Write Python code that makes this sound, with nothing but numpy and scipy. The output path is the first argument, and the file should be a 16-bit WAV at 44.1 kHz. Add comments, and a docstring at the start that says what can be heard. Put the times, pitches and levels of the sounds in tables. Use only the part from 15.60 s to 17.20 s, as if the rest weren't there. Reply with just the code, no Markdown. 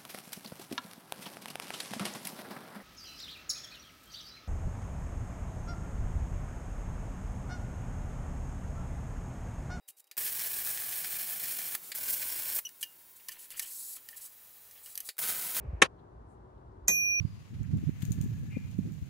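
"""A bicycle by a wooden shed, over a faint, steady outdoor rumble.
0-0.2 s: the camera is jostled; low bumps, sleeve rustle. 0.22 s: a hard, hollow knock close by.
0.4-1.1 s: a hand faintly brushes the handlebar tape.
1.28 s: a thumb releases the bell's sprung hammer. It clacks on the small metal ring,
which sings on in two high, pure tones while its other modes fade."""
import sys
import numpy as np
from scipy import signal
from scipy.fft import rfft, irfft, next_fast_len
from scipy.io import wavfile
from scipy.ndimage import map_coordinates

SR = 44100
rng = np.random.default_rng(int(sys.argv[2]) if len(sys.argv) > 2 else 0)


def put_to_file(sound):
    """Save the sound as 16-bit audio at rate SR, in the file named by the first command-line argument."""
    columns = np.atleast_2d(sound).T  # one column per channel
    safe = np.clip(columns, -1, 1)
    whole_steps = np.round(safe * 32767)
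    wavfile.write(sys.argv[1], SR, whole_steps.astype(np.int16))


N = 70560

# outdoor rumble: f/Hz, relative level/dB
AIR_SPECTRUM = [(25, -13), (55, -1), (108, -6.5), (178, -15.5), (325, -16), (380, -10.5), (469, -20),
                (1000, -20), (1600, -32.5), (2400, -49.5), (3300, -49.5), (9750, -60.5), (13000, -69)]
# rumble, left-right likeness: f/Hz, coherence
AIR_COHERENCE = [(60, 1), (130, 1), (280, .8), (590, .45), (1270, .4), (2740, .3), (6000, .05)]
# rumble balance: f/Hz, L-R/dB
AIR_PAN = [(60, -1), (200, 4), (600, 4.5), (2000, 1), (6000, -1)]
# impacts and rustle, left-right likeness: f/Hz, coherence
NEAR_COHERENCE = [(200, 0.31), (600, .6), (1300, -0.25), (3000, 0.52), (6000, 0.85), (12000, -0.36)]
# camera bumps: t/s, level/dB, f/Hz, half-width/s
CAMERA_BUMPS = [(0.031, -46, 58, 0.021), (.058, -41.5, 119, 0.0093), (.092, -34, 66, 0.016),
                (0.133, -40.5, 137, 0.0062), (0.143, -34, 68, 0.011), (.178, -43.5, 52, .02),
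                (1.255, -50, 52, 0.038)]
# sleeve rustle: f/Hz, relative level/dB
SLEEVE_SPECTRUM = [(100, 0), (450, 5.5), (900, -4.5), (2500, -13), (3500, -32), (8000, -40.5), (13000, -54)]
# hand on bar tape: t/s, level/dB, f/Hz, half-width/s
TAPE_BRUSHES = [(0.396, -82, 3500, .015), (0.717, -84.5, 8600, 0.038), (0.98, -86, 3600, 0.005),
                (1.121, -92, 5440, 0.0074)]
# knock contacts: t/s, relative level/dB
KNOCK_CONTACTS = [(.2177, -3), (.2211, 0), (.2245, -5)]
# crack of a knock contact: f/Hz, relative level/dB
CRACK_SPECTRUM = [(150, -19), (500, -5.5), (2000, -1), (3600, -2.5), (4700, -17.5), (6000, -1), (8000, -8),
                  (10800, -7.5), (12000, -25), (13000, -29)]
# knocked body: f/Hz, relative level/dB, T60/s, L-R/dB
BODY_MODES = [(190, -21, .08, 4), (325, -11, .045, 3), (385, -13, .05, 3), (526, -10, .06, 8),
              (785, -10, .045, 8), (1122, -5, .05, 3), (1325, -5, .045, 2), (1624, -5, .035, 1),
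              (1804, 1, .032, 0), (2006, -7, .035, 0), (2243, 0, .032, 0), (2388, -5, .032, 0),
              (2626, -1.5, .032, -1), (2980, -10, .035, -2), (3260, -9, .035, -3), (3770, -9, .035, -3)]
# wall reflections: f/Hz, relative level/dB
WALL_SPECTRUM = [(35, -42.5), (60, -12.5), (290, -7), (893, -7.5), (1120, -4.5), (1250, -6.5), (2690, -11),
                 (10400, -34), (13000, -48.5)]
# hammer, spring and mount modes: f/Hz, level/dB, T60/s
SPRING_MODES = [(172, -50, 1.0), (211, -41, .14), (400, -44, .14), (555, -39, .1), (1058, -41, .07),
                (1918, -38, .07), (3200, -46, .09), (5090, -36, .07), (5387, -38, .05), (6143, -42, .13),
                (6705, -38, .13), (7712, -40, .12), (8320, -45, .12), (10232, -41, .07), (10930, -40, .06)]
# hammer release, slip, blow, rebound: t/s, level/dB
HAMMER_CONTACTS = [(1.2762, -44), (1.2795, -35), (1.281, -16), (1.2918, -32)]
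# click of a hammer contact: f/Hz, relative level/dB
CLICK_SPECTRUM = [(500, -14), (2000, -10), (3800, -41), (5200, -4), (6800, 5), (8500, -3), (11000, -6),
                  (12400, -8.5), (13200, -24)]
# dense ring of spring and mount: f/Hz, relative level/dB
MOUNT_SPECTRUM = [(60, -32.5), (200, -4.5), (330, -10), (550, 3), (1050, -2.5), (1450, -10), (1950, 4),
                  (2800, -25.5), (3700, -3.5), (4600, -10), (7000, -13.5), (10000, -15.5), (11800, -25),
                  (13000, -13.5)]
# decay of that ring: f/Hz, T60/s
MOUNT_DECAY = [(180, 0.41), (600, 0.1), (1800, 0.099), (4000, .1), (8500, 0.16), (12000, 0.088)]
# bell ring: f/Hz, level/dB, T60/s, L-R/dB
BELL_MODES = [(2430.5, -26.2, 60, -4.2), (5835.3, -36.1, 40, -2.3), (6363.5, -21, .19, 0),
              (6363, -41, .85, 0), (12416, -28, .68, 0), (12430, -18.5, .055, 0), (8263, -62, 1.8, 0),
              (8096, -56, .3, 0), (8624, -55, .3, 0)]

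KNOCK_S, STRIKE_S, BELL_RISE_S = KNOCK_CONTACTS[0][0], 1.281, 0.0012
TIME_S = np.arange(N) / SR
SIDES = np.array([[0.5], [-0.5]])  # splits an L-R difference


def amp(db):
    """dB to gain."""
    return 10 ** (np.asarray(db) / 20)


def unit(x):
    """Scale to rms 1."""
    return x / np.sqrt(np.mean(x ** 2) + 1e-20)


def along(points, hz):
    """Interpolate (f/Hz, value) on a log axis."""
    f, v = np.transpose(points)
    return np.interp(np.log(hz + 1), np.log(f + 1), v)


def since(start_s):
    """Seconds since start_s, zero before."""
    return np.maximum(TIME_S - start_s, 0)


def fade(t, t60_s):
    """Exponential decay, 60 dB in t60_s."""
    return np.exp(-np.log(1000) * t / t60_s)


def struck(t, rise_s, t60_s):
    """Quick rise, exponential decay."""
    return (1 - np.exp(-t / rise_s)) * fade(t, t60_s)


def swell(peak_s, half_width_s):
    """Gaussian envelope."""
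    return np.exp(-((TIME_S - peak_s) / half_width_s) ** 2)


def wobble(rate_hz):
    """Smooth random curve, knots at rate_hz."""
    return map_coordinates(rng.standard_normal(256), [TIME_S * rate_hz], mode="mirror")


def filtered(x, response):
    """Apply a frequency response."""
    size = next_fast_len(N + SR // 2)
    return irfft(rfft(x, size) * response(np.fft.rfftfreq(size, 1 / SR)), size)[..., :N]


def noise(spectrum, coherence=NEAR_COHERENCE):
    """Coloured stereo noise, rms 1."""
    def response(hz):
        angle = np.arccos(np.clip(along(coherence, hz), -1, 1)) / 2
        return amp(along(spectrum, hz)) * [np.cos(angle), np.sin(angle)]
    mid, side = filtered(rng.standard_normal((2, N)), response)
    return unit(np.array([mid + side, mid - side]))


def mode(t, hz, rise_s, t60_s, spread_rad):
    """Damped sine; random phase, scattered between left and right."""
    phase = rng.uniform(0, 2 * np.pi) + spread_rad * rng.standard_normal() * SIDES
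    return struck(t, rise_s, t60_s) * np.sin(2 * np.pi * hz * t + phase)


def outdoors(level_db=-57, left_lead_s=0.00045):
    """Steady distant rumble from the left, nearly mono in the bass."""
    def placed(hz):
        return amp(SIDES * along(AIR_PAN, hz)) * np.exp(2j * np.pi * hz * SIDES * left_lead_s)
    return amp(level_db) * filtered(noise(AIR_SPECTRUM, AIR_COHERENCE), placed)


def brushes(relative_width=0.22):
    """Hand settling on the bar tape: faint, narrow hisses."""
    def hiss(centre_hz):
        white = rng.standard_normal((2, N))
        return unit(filtered(white, lambda hz: np.exp(-((hz / centre_hz - 1) / relative_width) ** 2 / 2)))
    return sum(amp(db) * swell(s, width_s) * hiss(hz) for s, db, hz, width_s in TAPE_BRUSHES)


def handling(rustle_db=-61, rustle_tau_s=0.014):
    """Soft, low bumps on the camera; sleeve rustle that ends with the knock."""
    bumps = sum(amp(db) * swell(s, width_s) * np.sin(2 * np.pi * hz * (s - TIME_S))
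                for s, db, hz, width_s in CAMERA_BUMPS)
    rustle = amp(rustle_db) * noise(SLEEVE_SPECTRUM) * np.exp(-since(KNOCK_S) / rustle_tau_s)
    return bumps + rustle


def knock(crack_db=-18, body_db=-8, wall_db=-20, body_s=0.2203, cut_s=0.2615, cut_tau_s=0.0046):
    """Three cracks; the main one rings the hollow body. Walls reflect; all stops short."""
    contacts = sum(amp(crack_db + db) * struck(since(s), rise_s=0.00026, t60_s=0.035)
                   for s, db in KNOCK_CONTACTS)
    cracks = contacts * noise(CRACK_SPECTRUM)
    t = since(body_s)
    body = sum(amp(body_db + db + SIDES * pan_db) * mode(t, hz, 0.0014, t60_s, spread_rad=0.78)
               for hz, db, t60_s, pan_db in BODY_MODES)
    walls = amp(wall_db) * struck(since(KNOCK_S), rise_s=0.0018, t60_s=0.13) * noise(WALL_SPECTRUM)
    return (cracks + body + walls) * np.exp(-since(cut_s) / cut_tau_s)


def spring(coil_modes=36, coil_hz=(7860, 9500), coil_db=-49.5, coil_t60_s=0.26, spread_rad=0.37):
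    """The blow rings hammer, handlebar mount and the coil spring's crowded high modes."""
    t = since(STRIKE_S)
    clank = sum(amp(db) * mode(t, hz, BELL_RISE_S, t60_s, spread_rad) for hz, db, t60_s in SPRING_MODES)
    shimmer = sum(mode(t, hz, BELL_RISE_S, coil_t60_s, spread_rad)
                  for hz in rng.uniform(*coil_hz, coil_modes))
    return clank + amp(coil_db) * shimmer / np.sqrt(coil_modes)


def hammer(mount_db=-29.5, mount_rise_s=0.0046):
    """Bright contact clicks, then the dense, short ring of spring and mount."""
    contacts = sum(amp(db) * struck(since(s), rise_s=0.00012, t60_s=0.019) for s, db in HAMMER_CONTACTS)
    clicks = contacts * noise(CLICK_SPECTRUM)
    hz, frame_s, bands = signal.stft(noise(MOUNT_SPECTRUM), SR, nperseg=256)
    decay = fade(np.maximum(frame_s - STRIKE_S, 0), along(MOUNT_DECAY, hz)[:, None])
    ring = signal.istft(bands * decay, SR, nperseg=256)[1][:, :N]
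    onset = 1 - np.exp(-since(STRIKE_S) / mount_rise_s)
    return clicks + amp(mount_db) * ring * onset


def bell(left_lead_s=0.000191, waver_db=0.46):
    """One blow starts all modes of the ring. Each wavers slightly; the two lowest hardly fade."""
    t = np.array([since(STRIKE_S), since(STRIKE_S + left_lead_s)])
    ring = np.zeros((2, N))
    for hz, db, t60_s, pan_db in BELL_MODES:
        gain = amp(db + SIDES * pan_db - waver_db * wobble(rate_hz=13.2))
        ring += gain * struck(t, BELL_RISE_S, t60_s) * np.sin(2 * np.pi * hz * t)
    return ring


def scene():
    """Stereo sum of all sources."""
    return bell() + hammer() + spring() + knock() + handling() + brushes() + outdoors()


def record(dry, lift_db=4.5, knee_db=-38.5, tau_s=0.0037, low_hz=38, top_hz=13200):
    """Camera: lifts quiet moments, rounds off peaks, limits the band."""
    pole = np.exp(-1 / (tau_s * SR))
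    sidechain = filtered(dry, lambda hz: hz / (hz + 500))
    power = signal.lfilter([1 - pole], [1, -pole], np.mean(sidechain ** 2, axis=0))
    lifted = dry * amp(lift_db / (1 + power / amp(knee_db) ** 2))
    limited = lifted / (1 + lifted ** 8) ** (1 / 8)
    return filtered(limited, lambda hz: hz ** 8 / (hz ** 8 + low_hz ** 8) / (1 + (hz / top_hz) ** 90))


dry = scene()
out = record(dry)
put_to_file(out)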